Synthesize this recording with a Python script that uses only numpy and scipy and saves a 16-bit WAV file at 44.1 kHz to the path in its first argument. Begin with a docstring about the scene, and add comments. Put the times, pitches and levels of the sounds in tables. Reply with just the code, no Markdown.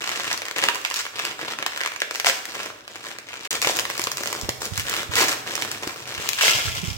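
"""Noodle packet into a bowl.

Hands squeeze a plastic noodle packet over a stone counter, tear it open and tip it into a plastic bowl.
The film buckles in loud single snaps over a swarm of tiny creases; the dry noodles rattle into the bowl.
A small hard kitchen rings; dull bumps and a faint hum lie underneath. Midway the sound cuts out briefly.
"""
import sys
import numpy as np
from scipy import signal
from scipy.io import wavfile
from scipy.ndimage import uniform_filter1d

SR = 44100
rng = np.random.default_rng(int(sys.argv[2]) if len(sys.argv) > 2 else 0)


def transcribe(u):
    """Save the signal u as a 16-bit wav file named by the first command-line argument.

    u: samples, shape (n,) or (channels, n), limited to [-1, 1]; the rate is SR.
    q: integer samples, one column per channel.
    """
    v = np.clip(np.atleast_2d(u).T, -1, 1)
    q = np.round(v * 32767).astype(np.int16)
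    wavfile.write(sys.argv[1], SR, q)


N = 307377
TIME_S = np.arange(N) / SR
FILTER_TAPS = 2048
DROPOUT_START_S, DROPOUT_END_S = 3.475, 3.507


def gain(db):
    """Decibels to amplitude."""
    return 10 ** (np.asarray(db) / 20)


def unit_rms(x):
    """Scales to rms 1."""
    return x / np.sqrt(np.mean(x ** 2) + 1e-20)


def unit_click(pair, window_s=0.002):
    """Scales a stereo click to the energy of rms 1 over the window."""
    return pair / np.sqrt(np.sum(pair ** 2) / 2 / (window_s * SR))


def at_hz(table, hz):
    """Interpolates a table on a log-frequency axis."""
    table_hz, values = np.transpose(table)
    return np.interp(np.log(hz + 1), np.log(table_hz + 1), values)


def curves(table):
    """The columns of a time table at every sample."""
    times_s, *columns = np.transpose(table)
    return [np.interp(TIME_S, times_s, column) for column in columns]


def strokes(rows, attack_s, release_s, rise_share=0):
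    """One envelope per (start, length, level) row: linear rise, hold, exponential release."""
    envelopes = []
    for start_s, length_s, db, *_ in rows:
        rise = np.clip((TIME_S - start_s) / (attack_s + rise_share * length_s), 0, 1)
        release = np.exp(-np.maximum(TIME_S - start_s - length_s, 0) / release_s)
        envelopes.append(gain(db) * rise * release)
    return np.array(envelopes)


def add(mix, start_s, sound):
    """Mixes a sound in at start_s."""
    part = mix[:, max(round(start_s * SR), 0):][:, :sound.shape[1]]
    part += sound[:, :part.shape[1]]


def butter(order, hz, kind):
    """Butterworth filter sections."""
    return signal.butter(order, hz, kind, fs=SR, output="sos")


def coloured(x, spectrum):
    """Minimum-phase filter of unit energy; clicks keep their sharp front."""
    log_gain = np.log(gain(at_hz(spectrum, abs(np.fft.fftfreq(FILTER_TAPS, 1 / SR)))))
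    pulse = np.fft.ifft(np.exp(np.conj(signal.hilbert(log_gain)))).real
    return signal.oaconvolve(x, pulse[None] / np.linalg.norm(pulse), axes=1)[:, :x.shape[1]]


def resonate(x, hz, width_hz):
    """Unity-gain resonance, steady or gliding."""
    carrier = np.exp(2j * np.pi * np.cumsum(hz * np.ones(x.shape[1])) / SR)
    pole = np.exp(-np.pi * width_hz / SR)
    return 2 * (carrier * signal.lfilter([1 - pole], [1, -pole], x / carrier + 1e-18)).real


def ringing(x, modes):
    """Adds a body's modes at constant power."""
    ring = sum(gain(db) * resonate(x, hz, width_hz) for hz, width_hz, db in modes)
    return unit_rms(x + ring) * x.std()


def tinted(x, body_db, sizzle_db, body_hz=900, sizzle_hz=4000):
    """Shifts power between low, middle and high bands."""
    low = signal.sosfiltfilt(butter(2, body_hz, "low"), x)
    high = signal.sosfiltfilt(butter(3, sizzle_hz, "high"), x)
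    bands, gains = [low, x - low - high, high], [gain(body_db), 1, gain(sizzle_db)]
    power = sum(g ** 2 * b.var() for g, b in zip(gains, bands)) / sum(b.var() for b in bands)
    return sum(g * b for g, b in zip(gains, bands)) / np.sqrt(power)


def buckle(decay_s, ring_hz, ring_db, flutter_db=-20, flutter_s=0.14, samples=512):
    """A facet flips, rings and shivers; on the right it is late and has its own treble."""
    t = np.arange(samples) / SR
    flip = (t / decay_s) ** 2 * np.exp(2 - 2 * t / decay_s)
    flutter = gain(flutter_db) * np.exp(-t / flutter_s)
    burst = rng.standard_normal((2, samples)) * (flip + flutter)
    left, other = burst + gain(ring_db) * resonate(burst, ring_hz, 0.44 * ring_hz)
    crossover = butter(1, hz=1900, kind="low")
    right = signal.sosfilt(crossover, left) + other - signal.sosfilt(crossover, other)
    pair = np.array([left, np.pad(right, (4, 0))[:samples]])
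    return pair / np.sqrt(np.sum(pair ** 2) / 2)


def swarm(rate_per_s, spread_db, decay_s, levelling_s, ring_db, facets=40):
    """Random tiny fractures of unequal size; larger facets are slower and lower."""
    sizes = gain(spread_db * np.minimum(rng.exponential(1, N), 3.5))
    sizes *= rng.random(N) < rate_per_s / SR
    local_power = uniform_filter1d(sizes ** 2, int(levelling_s * SR))
    sizes /= np.sqrt(abs(local_power) + 1e-4)
    facet, out = rng.integers(0, facets, N), np.zeros((2, N))
    for k, scale in enumerate(np.geomspace(1 / 3, 3, facets)):
        grain = buckle(decay_s * np.sqrt(scale), 2600 / scale, ring_db)
        out += signal.oaconvolve((sizes * (facet == k))[None], grain, axes=1)[:, :N]
    return out


# room air: (frequency [Hz], relative density [dB])
AIR_SPECTRUM = [(20, -11), (60, 0.5), (110, -22), (200, -1), (500, -13.5), (2000, -11.5), (8000, -26),
                (16000, -29)]
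# motor hum: (frequency [Hz], level before dropout [dB], level after [dB])
HUM_PARTIALS = [(101, -66, -58.5), (126.6, -70.5, -54.5)]


def room_tone(air_before_db=-60, air_after_db=-53):
    """Room air and a humming motor, both louder after the dropout."""
    late = TIME_S > DROPOUT_END_S
    noise = rng.standard_normal((2, N))
    air = unit_rms(coloured(noise + 0.22 * noise[::-1], AIR_SPECTRUM))
    out = air * gain(np.where(late, air_after_db, air_before_db))
    for hz, before_db, after_db in HUM_PARTIALS:
        hum = unit_rms(resonate(noise[:1], hz, width_hz=12))
        out += hum * gain(np.where(late, after_db, before_db))
    return out


# kitchen reverberation: (frequency [Hz], T60 [s])
KITCHEN_DECAY = [(150, 0.76), (500, 1), (1500, 0.64), (4000, 0.57), (8000, 0.52), (16000, 0.62)]


def kitchen(x, tail_db=-5.5, early_db=-9, mono_below_hz=500, taps_per_s=5000, echoes=8):
    """Echoes off counter and hands, then a diffuse tail with bass alike on both sides."""
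    t = np.arange(SR * 3 // 4) / SR
    taps = rng.choice([-1., 1.], (2, len(t))) * (rng.random((2, len(t))) < taps_per_s / SR)
    onset = np.clip((t - 0.003) / 0.00045, 0, 1)
    hz, frame_s, spectra = signal.stft(taps * onset, SR, nperseg=256)
    coherence = np.exp(-(hz / mono_below_hz) ** 2 / 2)[:, None]
    spectra[1] = coherence * spectra[0] + np.sqrt(1 - coherence ** 2) * spectra[1]
    decay = gain(-60 * frame_s / at_hz(KITCHEN_DECAY, hz)[:, None])
    response = signal.istft(spectra * decay, SR, nperseg=256)[1]
    response *= gain(tail_db) / np.linalg.norm(response[0])
    for side in response:
        echo_s = rng.uniform(0.001, 0.017, echoes)
        side[(echo_s * SR).astype(int)] += gain(early_db) * rng.choice([-1, 1], echoes) / np.sqrt(echoes)
    return signal.fftconvolve(x, response, axes=1)[:, :N]


# bumps of hands and packet: (time [s], level [dB], pitch [Hz])
HAND_BUMPS = [(4.426, -30, 95.5), (4.711, -30.5, 97), (4.776, -29.5, 97), (5.087, -32.5, 83.5),
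              (5.144, -37, 101), (6.173, -38.5, 94), (6.548, -32.5, 121), (6.645, -31.5, 128),
              (6.668, -29, 89), (6.768, -33.5, 108), (6.827, -28.5, 176), (6.875, -24, 101)]


def bumps(rise_s=0.0097, left_vs_right_db=-27):
    """Low, quickly damped thuds, mostly on the right."""
    out, t = np.zeros((2, N)), np.arange(SR // 5) / SR
    envelope = t / rise_s * np.exp(1 - t / rise_s)
    pan = gain([[left_vs_right_db], [0]])
    for start_s, db, hz in HAND_BUMPS:
        grit = signal.sosfilt(butter(2, [0.18 * hz, 1.74 * hz], "band"), rng.standard_normal(len(t)))
        thud = np.sin(2 * np.pi * hz * t) + 0.5 * unit_rms(grit)
        add(out, start_s, gain(db) * pan / pan.mean() * envelope * thud)
    return out


def rumble(band_hz=(50, 130), left_db=-17, offset_db=-8, length_s=0.018):
    """Each bump leaves a loose low flutter."""
    rows = [(start_s, length_s, db + offset_db) for start_s, db, _ in HAND_BUMPS]
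    level = np.linalg.norm(strokes(rows, attack_s=0.06, release_s=0.17), axis=0)
    flutter = signal.sosfilt(butter(2, band_hz, "band"), rng.standard_normal((2, N)))
    return unit_rms(flutter) * gain([[left_db], [0]]) * level


# air pocket in the bag: (time [s], level [dB], resonance [Hz])
AIR_POCKET = [(5.14, -40, 520), (5.2, -30, 446.6), (5.235, -24.5, 329), (5.255, -43, 330),
              (5.305, -35.5, 310), (5.33, -63, 320)]


def air_pocket(roughness=0.85):
    """Tearing drives the air in the bag; its rough note sinks as the bag opens."""
    level_db, hz = curves(AIR_POCKET)
    flapping = resonate(rng.standard_normal((1, N)), hz, width_hz=90)
    flapping = unit_rms(resonate(flapping, hz, width_hz=200))
    tone = np.sin(2 * np.pi * np.cumsum(hz) / SR)
    gate = (TIME_S >= AIR_POCKET[0][0]) & (TIME_S <= AIR_POCKET[-1][0])
    return unit_rms(tone + roughness * flapping) * gain(level_db) * gate


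# bag pops and one handling thump: (time [s], peak [dB], pitch [Hz], T60 [s])
PITCHED_POPS = [(0.687, -21, 954, 0.13), (.757, -26, 1010, 0.053), (2.268, -25, 678, 0.25),
                (2.288, -26.5, 532, 0.16), (3.671, -15.5, 564, 0.027), (3.994, -25.5, 353, 0.057),
                (4.071, -22, 457, 0.043), (4.4914, -29.5, 126, 0.12), (4.489, -12.5, 420, 0.012),
                (5.223, -20, 1043, 0.09), (5.872, -19, 327, 0.032)]


def pops():
    """Short pitched pops of the air in the bag, and one low handling thump."""
    out, t = np.zeros((2, N)), np.arange(SR // 4) / SR
    for start_s, db, hz, t60_s in PITCHED_POPS:
        note = gain(db - 60 * t / t60_s) * np.sin(2 * np.pi * hz * t)
        add(out, start_s, note[None])
    return out


# pull on the seam: (start [s], length [s], level [dB])
SEAM_PULLS = [(5.16, 0.066, -17.5)]
# tearing seam: (frequency [Hz], relative density [dB])
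SEAM_SPECTRUM = [(150, -14), (400, 0), (1200, -1.5), (2400, 0.5), (3700, -3), (5800, -1.5), (8000, -4),
                 (9700, -12.5), (16000, -10)]


def seam_tear():
    """The seam parts in a dense run of fractures."""
    fractures = swarm(rate_per_s=2200, spread_db=3.5, decay_s=0.00028, levelling_s=0.018, ring_db=5.5)
    level = strokes(SEAM_PULLS, attack_s=0.0096, release_s=0.026).sum(0)
    return unit_rms(coloured(fractures, SEAM_SPECTRUM)) * level


# block, sachets and crumbs sliding out: (start [s], length [s], level [dB])
NOODLE_SPILLS = [(6.2, 0.27, -33.5), (6.405, 0.086, -18), (6.475, 0.023, -23), (6.53, 0.081, -28),
                 (6.635, 0.047, -28.5), (6.745, 0.024, -29.5), (6.83, 0.069, -33.5)]
# dry noodles: (frequency [Hz], relative density [dB])
NOODLE_SPECTRUM = [(150, -38), (400, -11.5), (640, -11), (900, -8), (1500, -12), (2200, -10), (2950, -2),
                   (3900, -5), (5400, -3), (7800, -5.5), (9800, -14.5), (13000, -12), (16000, -13)]
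# plastic bowl: (frequency [Hz], width [Hz], gain [dB])
BOWL_MODES = [(685, 110, 0.5), (1370, 75, 5), (1690, 46, 4), (2100, 110, 0), (3200, 50, -1)]
# hollow note, sinking as the noodles settle: (time [s], frequency [Hz])
HOLLOW_GLIDE = [(6.44, 2690), (6.6, 2260)]


def pour(hollow_width_hz=380, hollow_db=1, right_lag_samples=7):
    """Dry crumbs strike the bowl on the left, thickest as the block drops out."""
    level = np.linalg.norm(strokes(NOODLE_SPILLS, attack_s=0.0075, release_s=0.062), axis=0)
    rate_per_s = 220 + 1400 * level / gain(-17)
    crumbs = swarm(rate_per_s, spread_db=3, decay_s=0.0012, levelling_s=0.04, ring_db=7)
    hollow_mode = (curves(HOLLOW_GLIDE)[0], hollow_width_hz, hollow_db)
    rattle = ringing(coloured(crumbs, NOODLE_SPECTRUM), BOWL_MODES + [hollow_mode])
    left, right = unit_rms(rattle) * level
    return np.array([left, np.roll(right, right_lag_samples)])


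# lumps and sachets landing: (time [s], level over 2 ms [dB], pitch [Hz])
BOWL_KNOCKS = [(6.4352, -15.5, 670), (6.4474, -15, 2500), (6.4527, -30, 3200), (6.4805, -9, 2870),
               (6.4932, -18, 2950), (6.4972, -16, 2800), (6.5135, -21, 3100), (6.5235, -16, 3060),
               (6.5861, -18.5, 1380), (6.68, -21.5, 2320), (6.757, -26, 3460), (6.783, -27, 5000)]


def knocks():
    """A hard lump lands; the thin plastic wall answers with a short hollow note."""
    out = np.zeros((2, N))
    for start_s, db, hz in BOWL_KNOCKS:
        blow = buckle(decay_s=0.00089, ring_hz=hz, ring_db=10, samples=1024)
        knock = ringing(coloured(blow, FILM_SPECTRUM), BOWL_MODES)
        add(out, start_s, gain(db) * unit_click(knock))
    return out


# thin plastic: (frequency [Hz], relative density [dB])
FILM_SPECTRUM = [(40, -52), (100, -10.5), (220, -12), (320, -3.5), (420, -4), (570, -3), (800, -8),
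                 (1400, -4), (2300, -0.5), (3000, -2.5), (3800, -5), (6200, -6), (8000, -10.5),
                 (9500, -17.5), (16000, -19)]
# squeezes and pulls: (start [s], length [s], level [dB], body [dB], sizzle [dB])
FINGER_GRIPS = [(-0.02, 0.36, -32.5, -2, -0.5), (0.356, 0.14, -44, -0.5, -8), (0.552, 0.11, -29.5, 1, -2.5),
                (0.742, 0.24, -44.5, 6.5, 26), (0.939, 0.068, -29.5, -13, 2.5),
                (1.131, 0.18, -35.5, 2, -1.5), (1.376, 0.087, -36.5, 2, -3.5),
                (1.468, 0.053, -32.5, 1.5, -3), (1.577, 0.045, -39.5, 8, -4), (1.66, 0.2, -42.5, -6.5, -4),
                (2.102, 0.1, -39, 4.5, 17), (2.248, 0.045, -22.5, -1.5, 10), (2.32, 0.064, -42, -16, 7),
                (2.468, 0.21, -37.5, 4, 1.5), (2.753, 0.085, -55, 4, -2), (2.883, 0.13, -46, 5, 1.5),
                (3.022, 0.095, -38, 2.5, 0.5), (3.14, 0.045, -48.5, 4, -10), (3.258, 0.15, -41.5, 1, -3),
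                (3.421, 0.035, -35, -4, -1), (3.494, 0.075, -32.5, 0.5, -0.5),
                (3.615, 0.1, -28.5, 0.5, 4.5), (3.732, 0.078, -32, 9, 8.5), (3.863, 0.19, -38, 2, 3),
                (4.157, 0.23, -36.5, 7, 4), (4.402, 0.065, -41.5, 7, 2), (4.599, 0.062, -33, 7.5, 8),
                (4.722, 0.1, -35.5, -10.5, 3.5), (4.844, 0.18, -31.5, -0.5, -1.5),
                (5.104, 0.14, -30, 1, 0.5), (5.266, 0.058, -27, -1, 3.5), (5.443, 0.21, -34.5, 4, 0.5),
                (5.657, 0.12, -39.5, 5.5, 0.5), (5.802, 0.097, -36.5, 8.5, 1), (5.89, 0.14, -42, 5.5, 3),
                (6.041, 0.24, -36.5, 4, 0), (6.37, 0.089, -27, -20, -4)]


def creases(trim_db=3, resting_db=-55):
    """Harder grips flip more creases per second; slack panels give body, taut creases sizzle."""
    grip_power = strokes(FINGER_GRIPS, attack_s=0.0119, release_s=0.015, rise_share=0.1) ** 2
    power = grip_power.sum(0) + gain(resting_db) ** 2
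    body_db, sizzle_db = np.array(FINGER_GRIPS)[:, 3:].T @ grip_power / power
    level = np.sqrt(power)
    rate_per_s = 300 + 1800 * (level / gain(-21.5)) ** 1.5
    ticks = swarm(rate_per_s, spread_db=3.5, decay_s=0.00048, levelling_s=0.048, ring_db=1.5)
    film = unit_rms(coloured(ticks, FILM_SPECTRUM))
    return tinted(film, body_db, sizzle_db) * level * gain(trim_db)


# snaps of the film and a last crack of dry noodle: (time [s], level [dB], sizzle [dB])
LOUD_SNAPS = [(.0352, -48, 9), (0.0916, -21.5, -0.5), (0.3133, -20.5, -4.5), (.329, -21, 13),
              (.376, -25.5, 9), (0.4187, -25.5, -4), (.4535, -28.5, 2), (.4636, -31, -3),
              (0.483, -26.5, -2), (0.511, -25.5, -0.5), (.562, -24, -6), (.5835, -20.5, 1),
              (0.6253, -20.5, -9), (.638, -14, -3), (0.6608, -31, 4), (0.6859, -12, -4.5), (.697, -26, 0),
              (0.7464, -25, 8), (.756, -26, 5), (0.8491, -17, -4.5), (.8603, -27, -3), (.901, -27, 8),
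              (.911, -23.5, -8), (0.9195, -30, 6), (0.9415, -22, 11), (0.96, -24, 6), (1.0527, -28.5, -4),
              (1.0646, -28.5, -8), (1.1921, -24, 0), (1.1965, -23.5, -7), (1.2512, -20.5, 3.5),
              (1.2661, -30.5, -6), (1.4131, -28, -1), (1.5348, -28, -11), (1.587, -25.5, -3),
              (1.6254, -22, -8), (1.663, -17.5, -4), (1.7331, -32, -2), (1.7614, -28.5, -4),
              (1.7748, -24.5, 3), (1.806, -23, -5.5), (1.8123, -22, -9), (1.8346, -23, -2),
              (1.849, -26, -10), (1.8603, -20, -3), (1.8742, -24.5, -3), (1.918, -29.5, -6),
              (1.9366, -36, 1), (1.961, -27, 0), (2.003, -25.5, 9), (2.0181, -16, -5), (2.1096, -23.5, -3),
              (2.149, -26, 3), (2.157, -24, 3), (2.1987, -19.5, 3), (2.2458, -18.5, -1), (2.2595, -20, -1),
              (2.2674, -12, -8), (2.286, -23, -10), (2.297, -15.5, -2), (2.454, -27.5, 3.5),
              (2.553, -30, 1), (2.5603, -32, -13), (2.6011, -28, -8), (2.6234, -34, -13), (2.632, -30.5, 5),
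              (2.7013, -33.5, -13), (2.878, -32.5, -2), (2.9568, -31.5, -2), (3.1136, -33.5, -11),
              (3.1854, -30.5, 3), (3.3399, -31.5, -1), (3.5081, -23, 17), (3.5128, -22, 7),
              (3.5293, -23.5, 13), (3.5526, -23, 0), (3.617, -19, 8), (3.6247, -18.5, -2),
              (3.6462, -17, -10), (3.6718, -16, -6), (3.6956, -21.5, -10), (3.7684, -22, 7),
              (3.7888, -19.5, 1), (3.795, -21, 6), (3.8526, -23, -6), (3.9, -23.5, -1), (3.978, -24.5, 5),
              (3.9946, -21.5, 2.5), (4.0167, -24, 9), (4.04, -21, 17), (4.0705, -20, -5.5),
              (4.1163, -22, 7), (4.171, -24, 6.5), (4.1808, -27.5, 0), (4.235, -26, 6), (4.2581, -25, 2),
              (4.273, -23.5, 6), (4.328, -22.5, 5), (4.413, -26.5, 16), (4.4914, -18.5, 5),
              (4.6538, -26.5, 7), (4.777, -21, 6.5), (4.7962, -22.5, 4), (4.896, -23, 16), (4.9388, -22, 1),
              (4.965, -23.5, 4), (5.1551, -18, 11), (5.2115, -19.5, 5), (5.283, -21.5, 4),
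              (5.5086, -28, -4), (5.554, -21.5, 15), (5.622, -19.5, 3.5), (5.715, -23, 7), (5.8338, -29, 0),
              (5.875, -25.5, 5), (6.2896, -16, 6.5), (6.332, -21, 5), (6.41, -17, -12)]


def snaps(lead_s=0.004, trim_db=4.5, base_hz=1900, db_per_octave=24, neighbour_s=0.0015, neighbour_db=-12):
    """Panels buckle and drag a neighbour, dull ones lower and longer; the last snap is dry noodle."""
    out = np.zeros((2, N))
    grip_s, _, _, grip_body_db, _ = np.transpose(FINGER_GRIPS)
    bass_cut = butter(2, hz=420, kind="high")  # a light panel radiates little bass
    for start_s, db, sizzle_db in LOUD_SNAPS:
        slack_db = 0.43 * np.interp(start_s, grip_s, grip_body_db) - 1
        body_db = slack_db - 0.25 * max(sizzle_db, 0)
        ring_hz = min(base_hz * 2 ** ((sizzle_db - body_db) / db_per_octave), SR / 5)
        decay_s = 0.00075 * gain(-0.25 * sizzle_db)
        burst = np.zeros((2, FILTER_TAPS))
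        for delay_s, flip_db in (0, 0), (neighbour_s * rng.uniform(0.5, 1.4), neighbour_db):
            flip = buckle(decay_s, ring_hz, ring_db=-6, flutter_db=-19, flutter_s=0.012)
            add(burst, lead_s + delay_s, gain(flip_db) * flip)
        snap = tinted(coloured(burst, FILM_SPECTRUM), body_db, sizzle_db)
        snap = signal.sosfilt(bass_cut, snap)
        add(out, start_s - lead_s, gain(db + trim_db) * unit_click(snap))
    return out


# bag resonances: (frequency [Hz], width [Hz], gain [dB])
PACKET_MODES = [(750, 30, -2.5), (980, 22, 1), (1120, 500, -5.5)]


def packet(treble_hz=8500, treble_db=-10):
    """Creases and snaps ring the bag; after the dropout it is closer and sounds brighter."""
    film = creases() + snaps()
    treble = gain(treble_db) * signal.sosfiltfilt(butter(2, treble_hz, "high"), film)
    return ringing(film, PACKET_MODES) + treble * (TIME_S > DROPOUT_END_S)


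def scene():
    """Packet and bowl excite the kitchen; soft notes, bumps and room tone stay dry."""
    crackle = packet() + seam_tear() + pour() + knocks()
    return crackle + kitchen(crackle) + pops() + air_pocket() + bumps() + rumble() + room_tone()


def record(dry, bass_cut_hz=42, band_limit_hz=15950):
    """Bass cut, brief dropout, clipping at full scale, band limit."""
    thinned = signal.sosfilt(butter(2, bass_cut_hz, "high"), dry)
    audible = (TIME_S < DROPOUT_START_S) | (TIME_S > DROPOUT_END_S)
    gate = uniform_filter1d(audible.astype(float), size=32)
    low_pass = signal.firwin(511, band_limit_hz, window=("kaiser", 9), fs=SR)
    return signal.oaconvolve(np.clip(thinned * gate, -1, 1), low_pass[None], "same")


dry = scene()
out = record(dry)
transcribe(out)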